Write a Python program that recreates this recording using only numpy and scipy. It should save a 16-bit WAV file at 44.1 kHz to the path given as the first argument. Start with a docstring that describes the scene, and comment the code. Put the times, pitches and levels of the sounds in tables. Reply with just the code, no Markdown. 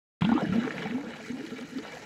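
"""Pouring water into a basin

Water is tipped from a narrow-necked pot into a metal basin in an open yard. Air gulps back into
the pot in runs of low glugs that climb in pitch and weaken as the flow evens out. The stream
patters and fizzes in the basin, where slugs of water splash, bubbles plop and ping, and a hollow
note keeps coming back. Underneath, the air in the pot and basin drones softly."""
import sys
import numpy as np
from scipy import signal
from scipy.io import wavfile

SR = 44100
rng = np.random.default_rng(int(sys.argv[2]) if len(sys.argv) > 2 else 0)


def int16_out(signal):
    """Quantize to a 16-bit WAV file."""
    q = np.round(np.clip(np.atleast_2d(signal).T, -1, 1) * 32767)
    wavfile.write(sys.argv[1], SR, q.astype(np.int16))


N = 90404
T = np.arange(N) / SR


def from_db(db):
    """Turn decibels into a number to multiply by."""
    return 10 ** (np.asarray(db) / 20)


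def unit_level(x):
    """Scale a sound so that its average (RMS) level is 1."""
    return x / np.sqrt(np.mean(x ** 2) + 1e-20)


def curves(rows):
    """Join timed rows with straight lines, giving one curve for each column of values."""
    times, *columns = np.transpose(rows)
    return [np.interp(T, times, column) for column in columns]


def band(x, low_hz, high_hz, order=2):
    """Keep the part of a sound between two pitches."""
    sos = signal.butter(order, [low_hz, min(high_hz, SR / 2 - 1)], "band", fs=SR, output="sos")
    return signal.sosfilt(sos, x + 1e-18)


def noise(low_hz, high_hz):
    """Noise between two pitches, at level 1."""
    return unit_level(band(rng.standard_normal(N), low_hz, high_hz))


def drift(rate_hz):
    """A smooth random wobble, about 1 in size."""
    pole = np.exp(-2 * np.pi * rate_hz / SR)
    return unit_level(signal.lfilter([1], [1, -2 * pole, pole * pole], rng.standard_normal(N + SR))[SR:])


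def resonate(x, hz, width_hz):
    """Keep only what rings near one pitch."""
    return signal.lfilter(*signal.iirpeak(hz, hz / width_hz, fs=SR), x)


def coloured(x, resonances):
    """Make narrow ranges of pitch louder or softer."""
    for hz, width_hz, db in resonances:
        x = x + (from_db(db) - 1) * resonate(x, hz, width_hz)
    return x


def swell(start, attack_s, length_s, hold):
    """Fade in, hold for a share of the length, then die away (to about a third at the full length)."""
    age = np.maximum(T - start, 0)
    fade_in = np.sin(np.pi / 2 * np.minimum(age / attack_s, 1)) ** 2
    return fade_in * np.exp(-np.clip((age / length_s - hold) / (1 - hold), 0, 30))


def chirp(start, hz, rise_per_s, length_s, waver=0):
    """A rising tone that passes hz halfway along its length; the rise is a share of that pitch."""
    pitch = hz * (1 + rise_per_s * np.clip(T - start - length_s / 2, -length_s, 2 * length_s))
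    return -np.sin(2 * np.pi * np.cumsum(pitch * (T >= start)) / SR + waver)


def rumble():
    """The faint, low rumble of the outdoors."""
    return from_db(-65) * noise(52, 140)


def yard_echo(x, fade_s=0.085):
    """The ground and a stack of bricks scatter the sound into a faint, short echo."""
    tail = rng.standard_normal(N) * from_db(-60 * T / fade_s) * (T > .003)
    echo = signal.fftconvolve(x, tail / np.sqrt(np.sum(tail ** 2)))[:N]
    return from_db(-11) * band(echo, 330, 6860, order=1)


# The low notes of the air in the pot and basin. Each row: pitch in Hz, width in Hz, relative level in dB.
DRONE_NOTES = [(161.4, 20, -5), (227.5, 21, 1), (325.4, 10.2, -6), (439.3, 15, -9)]
# How loud the drone is over time. Each row: time in seconds, level in dB.
DRONE_LEVELS = [(.21, -42), (.45, -41), (.7, -42), (1.0, -51.5), (1.5, -48.5), (2.05, -53)]


def air_drone():
    """Churning water keeps the air in the pot and basin humming."""
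    level_db, = curves(DRONE_LEVELS)
    notes = sum(from_db(db) * unit_level(resonate(noise(hz / 2, hz * 2), hz, width_hz))
                for hz, width_hz, db in DRONE_NOTES)
    return from_db(level_db) * notes


def drop_bursts(per_s=340, spread_db=1.5, decay_s=0.0015):
    """Drops land at random, many small and a few large; each gives a quick jump in loudness."""
    lands = rng.random(N) < per_s / SR
    sizes = from_db(spread_db * np.minimum(rng.exponential(1, N), 3.2))
    return unit_level(signal.lfilter([1], [1, -np.exp(-1 / (decay_s * SR))], lands * sizes + 1e-18))


def tiny_bubbles(low_hz, high_hz, per_s, spread_db=3.5, ring_cycles=9.8, rise=0.0645):
    """Small bubbles form at random, each a dying tone that rises slightly."""
    out = np.zeros(N + SR)
    for when, place, chance in rng.random((600, 3))[:int(per_s * N / SR)]:
        hz = low_hz * (high_hz / low_hz) ** place
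        age = np.arange(int(5 * ring_cycles * SR / hz)) * hz / SR / ring_cycles   # in decay times
        tone = np.sin(2 * np.pi * ring_cycles * age * (1 + rise * age / 2))
        gain = from_db(spread_db * min(-np.log(chance), 3.5))
        first = int(when * N)
        out[first:first + len(age)] += gain * np.exp(-age) * tone
    return unit_level(out[:N])


# The tone of the stream. Each row: pitch in Hz, relative strength in dB for each Hz of width.
STREAM_TONE = [(380, -2), (450, 13), (600, -1), (780, 3.5), (1100, -7.5), (1700, -3), (2400, -7),
               (3300, -9), (4700, -20), (7000, -18), (9500, -31), (15500, -39.5)]


def stream_slice(bursts, low_hz, high_hz, bubbles_per_s):
    """One narrow slice of the stream's pitches: pattering spray, fizzing bubbles and a smooth wash."""
    tone_hz, tone_db = np.transpose(STREAM_TONE)
    db = np.interp(np.log(low_hz * high_hz) / 2, np.log(tone_hz), tone_db)
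    patter = unit_level(band(bursts * rng.standard_normal(N), low_hz, high_hz, order=3))
    fizz = unit_level(band(tiny_bubbles(low_hz, high_hz, bubbles_per_s), low_hz * 0.93, high_hz * 1.23))
    water = from_db(-4.5) * patter + from_db(-7) * fizz + from_db(-4) * noise(low_hz, high_hz)
    flicker_db = 2.0 * drift(rate_hz=29)
    return from_db(db + flicker_db) * np.sqrt(high_hz - low_hz) * water


# How loud the stream is. Each row: time in seconds, then its low, middle and high levels in dB.
STREAM_LEVELS = [(.21, -74, -42, -57), (0.329, -42.5, -43, -60), (0.441, -41.5, -47, -57.5),
                 (.48, -72, -44, -58.5), (.54, -40.5, -44.5, -56.5), (.61, -45.5, -42, -58.5),
                 (.68, -40, -43.5, -54.5), (.9, -47, -45, -58), (1.021, -48, -52.5, -61.5),
                 (1.14, -46, -47.5, -59.5), (1.20, -49, -48, -59.5), (1.25, -58.5, -50, -54.5),
                 (1.36, -49.5, -51.5, -59), (1.44, -52.5, -48.5, -56), (1.63, -52.5, -48.5, -58.5),
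                 (1.70, -57, -51.5, -56.5), (1.82, -50.5, -49.5, -57), (1.87, -44, -47.5, -57),
                 (1.97, -49.5, -49.5, -55.5), (2.05, -47, -50, -58.5)]
# The pitches at which the basin rings. Each row: pitch in Hz, width in Hz, boost in dB.
BASIN_RINGS = [(1375, 137, 6.5), (1680, 62, 6), (1940, 264, 5), (2305, 160, 6), (2918, 30, 9),
               (3936, 263, 6.5)]


def stream(slices=7, bubbles_per_range_per_s=1000):
    """The stream strikes the water, and the basin around it boosts a few pitches."""
    bursts = drop_bursts()
    ranges_hz = [(380, 1200), (1200, 4000), (4000, 16000)]   # low, middle, high
    out = np.zeros(N)
    for level_db, (low_hz, high_hz) in zip(curves(STREAM_LEVELS), ranges_hz):
        edges = np.geomspace(low_hz, high_hz, slices + 1)
        water = sum(stream_slice(bursts, bottom, top, bubbles_per_range_per_s / slices)
                    for bottom, top in zip(edges, edges[1:]))
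        out += from_db(level_db) * unit_level(coloured(water, BASIN_RINGS))
    surge_db = 0.69 * drift(rate_hz=23.5)   # the whole stream wobbles
    return out * from_db(surge_db)


# Pockets of air closing. Each row: start in seconds, first pitch in Hz, last pitch in Hz,
# level in dB, length in seconds.
AIR_POCKETS = [(0.335, 1058, 1463, -42, 0.074), (0.351, 2600, 3324, -48.5, 0.041),
               (0.442, 1630, 1720, -40, 0.019), (1.042, 1235, 2245, -53, 0.1),
               (1.238, 2103, 2130, -49, 0.082)]


def air_pockets(width_share=0.099, fade_s=0.0035):
    """A shrinking pocket of air gives a rough ring that slides upward."""
    out = np.zeros(N)
    for start, from_hz, to_hz, db, length in AIR_POCKETS:
        pitch = np.interp(T, [start, start + length], [from_hz, to_hz])
        phase = 2 * np.pi * np.cumsum(pitch) / SR
        fade = np.clip(np.minimum(T - start, start + length - T) / fade_s + .5, 0, 1)
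        width_hz = width_share * from_hz
        ringing = drift(width_hz) * np.sin(phase) + drift(width_hz) * np.cos(phase)
        out += from_db(db) * fade * ringing
    return out


def slap_ring(x, hz, width_octaves=0.95):
    """A slap rings around one pitch, falling off gently below it and steeply above."""
    half_width = 2 ** (width_octaves / 2)
    steep_top = signal.butter(6, hz * half_width * 0.79, fs=SR, output="sos")
    return unit_level(signal.sosfilt(steep_top, band(x, hz / half_width, hz * half_width)))


# The biggest splashes. Each row: start in seconds, relative level in dB, pitch in Hz, length in seconds.
WATER_SLAPS = [(0.2186, -27.5, 2460, 0.0036), (.219, -30.5, 1080, 0.026), (0.243, -40, 3050, 0.017),
               (0.247, -29, 950, 0.0086), (0.29, -27.5, 860, 0.011), (0.324, -23.5, 1130, 0.0065),
               (0.377, -24.5, 976, 0.014), (0.417, -33, 764, 0.048), (0.639, -37, 1510, 0.03),
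               (0.677, -32.5, 1760, 0.011), (0.706, -25.5, 1960, 0.0054), (0.78, -27, 2270, 0.0046),
               (0.821, -34.5, 1700, 0.013), (0.872, -34.5, 1330, 0.0044), (0.909, -28, 2340, 0.0029),
               (0.98, -33, 830, 0.0076), (1.134, -38, 1530, 0.0071), (1.463, -38, 4100, 0.0037),
               (1.784, -37, 4240, 0.005), (1.785, -42, 1630, 0.011), (1.851, -39, 1510, 0.0075),
               (1.971, -39, 1880, 0.0065)]


def splashes(attack_s=0.001027, gain_db=-2.5):
    """A slug of water slaps the surface with a crack and a short shower of spray."""
    out = np.zeros(N)
    for start, db, hz, length in WATER_SLAPS:
        shape = swell(start, attack_s, length, hold=0.063)
        shower = slap_ring(shape * rng.standard_normal(N), hz)
        crack = slap_ring(signal.unit_impulse(N, int((start + attack_s) * SR)), hz)
        out += from_db(db + gain_db) * unit_level(shower + crack) * np.sqrt(np.mean(shape ** 2))
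    return out


# Short ringing tones: a recurring hollow note near 440 Hz, plus bubble plops and pings.
# Each row: start in seconds, pitch in Hz, level in dB, length in seconds.
SHORT_RINGS = [(0.2206, 3240, -30, 0.003), (0.246, 2710, -34, 0.0091), (0.245, 3530, -35.5, 0.0025),
               (0.25, 3200, -25, 0.0022), (0.29, 1443, -34, 0.021), (0.316, 807, -22.5, 0.0075),
               (0.34, 4910, -46.5, 0.0041), (0.379, 960, -49, 0.0067), (0.404, 7950, -66, .012),
               (0.421, 430, -20.5, 0.005), (0.435, 5310, -50, 0.01), (0.523, 1360, -37, 0.021),
               (.640, 458.4, -40, 0.04), (0.673, 440, -25.5, 0.0095), (.812, 438.7, -40.5, 0.064),
               (0.855, 785, -32.5, 0.012), (.922, 436, -38.5, 0.023), (.986, 484, -40, 0.022),
               (1.04, 474, -40.5, 0.032), (1.136, 2930, -42.5, 0.0053), (1.199, 657, -41.5, 0.015),
               (1.28, 436, -41, 0.029), (1.407, 419, -36.5, 0.018), (1.518, 447, -40.5, 0.024),
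               (1.579, 451, -38.5, 0.017), (1.784, 425, -35.5, 0.017), (1.849, 637, -31.5, 0.005),
               (1.926, 2270, -42, 0.0093), (1.968, 723, -37.5, 0.0086)]


def short_rings(attack_cycles=1.75, rise_per_s=2.1):
    """The hollow note or a bubble swells within two vibrations, rings briefly and rises in pitch."""
    out = np.zeros(N)
    for start, hz, db, length in SHORT_RINGS:
        shape = swell(start, attack_cycles / hz, length, hold=0.63)
        out += from_db(db) * shape * chirp(start, hz, rise_per_s, length)
    return out


# Air gulping into the pot.
# Each row: start in seconds, pitch in Hz, relative level in dB, length in seconds.
AIR_GULPS = [(0.216, 168, -13.5, 0.021), (.241, 197, -14.5, 0.025), (0.267, 228.3, -19.5, 0.031),
             (0.284, 226, -16.5, 0.022), (0.315, 230.4, -11, 0.028), (0.347, 300.6, -15, 0.017),
             (0.366, 257, -20, 0.02), (0.424, 210.5, -17, .016), (0.432, 314.2, -23.5, 0.026),
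             (0.464, 195, -21, 0.015), (.489, 185, -19.5, 0.024), (0.517, 196, -16.5, 0.031),
             (0.552, 221.5, -18, 0.027), (0.579, 227, -14, 0.027), (0.613, 249.7, -28, 0.059),
             (0.643, 273, -26, 0.014), (.757, 196.3, -30, 0.024), (.789, 183, -27, 0.027),
             (0.849, 203.4, -26, 0.037), (0.898, 230.3, -25, 0.043), (0.941, 252.2, -23, 0.043),
             (0.991, 291.5, -36.5, 0.058), (1.035, 222, -31, 0.025), (1.066, 228.4, -28, 0.031),
             (1.133, 203, -37, 0.023), (1.298, 239, -24.5, 0.025), (1.328, 261, -27, 0.037),
             (1.387, 274, -32.5, 0.035), (1.434, 332, -31.5, 0.023), (1.515, 237.7, -27.5, 0.03),
             (1.581, 236, -34, 0.0087), (1.607, 260.4, -33.5, 0.047), (1.717, 255, -35, 0.026),
             (1.755, 264.7, -26.5, 0.039)]


def glugs(attack_s=0.0059, rise_per_s=3.72, gain_db=-3):
    """Each gulp of air sets the hollow of the pot ringing, with a little low churning noise."""
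    churn = from_db(-23.5) * noise(113, 340)
    waver = 0.36 * drift(rate_hz=44)   # churning water shakes each tone; in radians
    out = np.zeros(N)
    for start, hz, db, length in AIR_GULPS:
        shape = swell(start, attack_s, length, hold=0.51)
        tone = chirp(start, hz, rise_per_s, length, waver)
        out += from_db(db + gain_db) * shape * (tone + churn)
    return out


def scene():
    """The pour, its echo and the outdoor rumble, in one channel."""
    water = glugs() + short_rings() + splashes() + air_pockets() + stream() + air_drone()
    return (water + yard_echo(water) + rumble())[None]


# The microphone's uneven treble. Each row: pitch in Hz, width in Hz, boost or cut in dB.
TREBLE_COLOUR = [(8040, 320, 7.5), (8540, 2800, -11), (11000, 170, 7.5), (12800, 450, -25)]


def record(dry, start_s=0.209, low_cut_hz=53, high_cut_hz=15600):
    """Keep silent until the sound cuts in, colour the treble, and remove the deep bass and very top."""
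    cut_in = np.clip((T - start_s) / 0.00071, 0, 1)
    out = coloured(dry * cut_in, TREBLE_COLOUR)
    out = signal.sosfilt(signal.butter(3, low_cut_hz, "high", fs=SR, output="sos"), out)
    return signal.sosfilt(signal.ellip(10, .2, 80, high_cut_hz, fs=SR, output="sos"), out)


dry = scene()
out = record(dry)
int16_out(out)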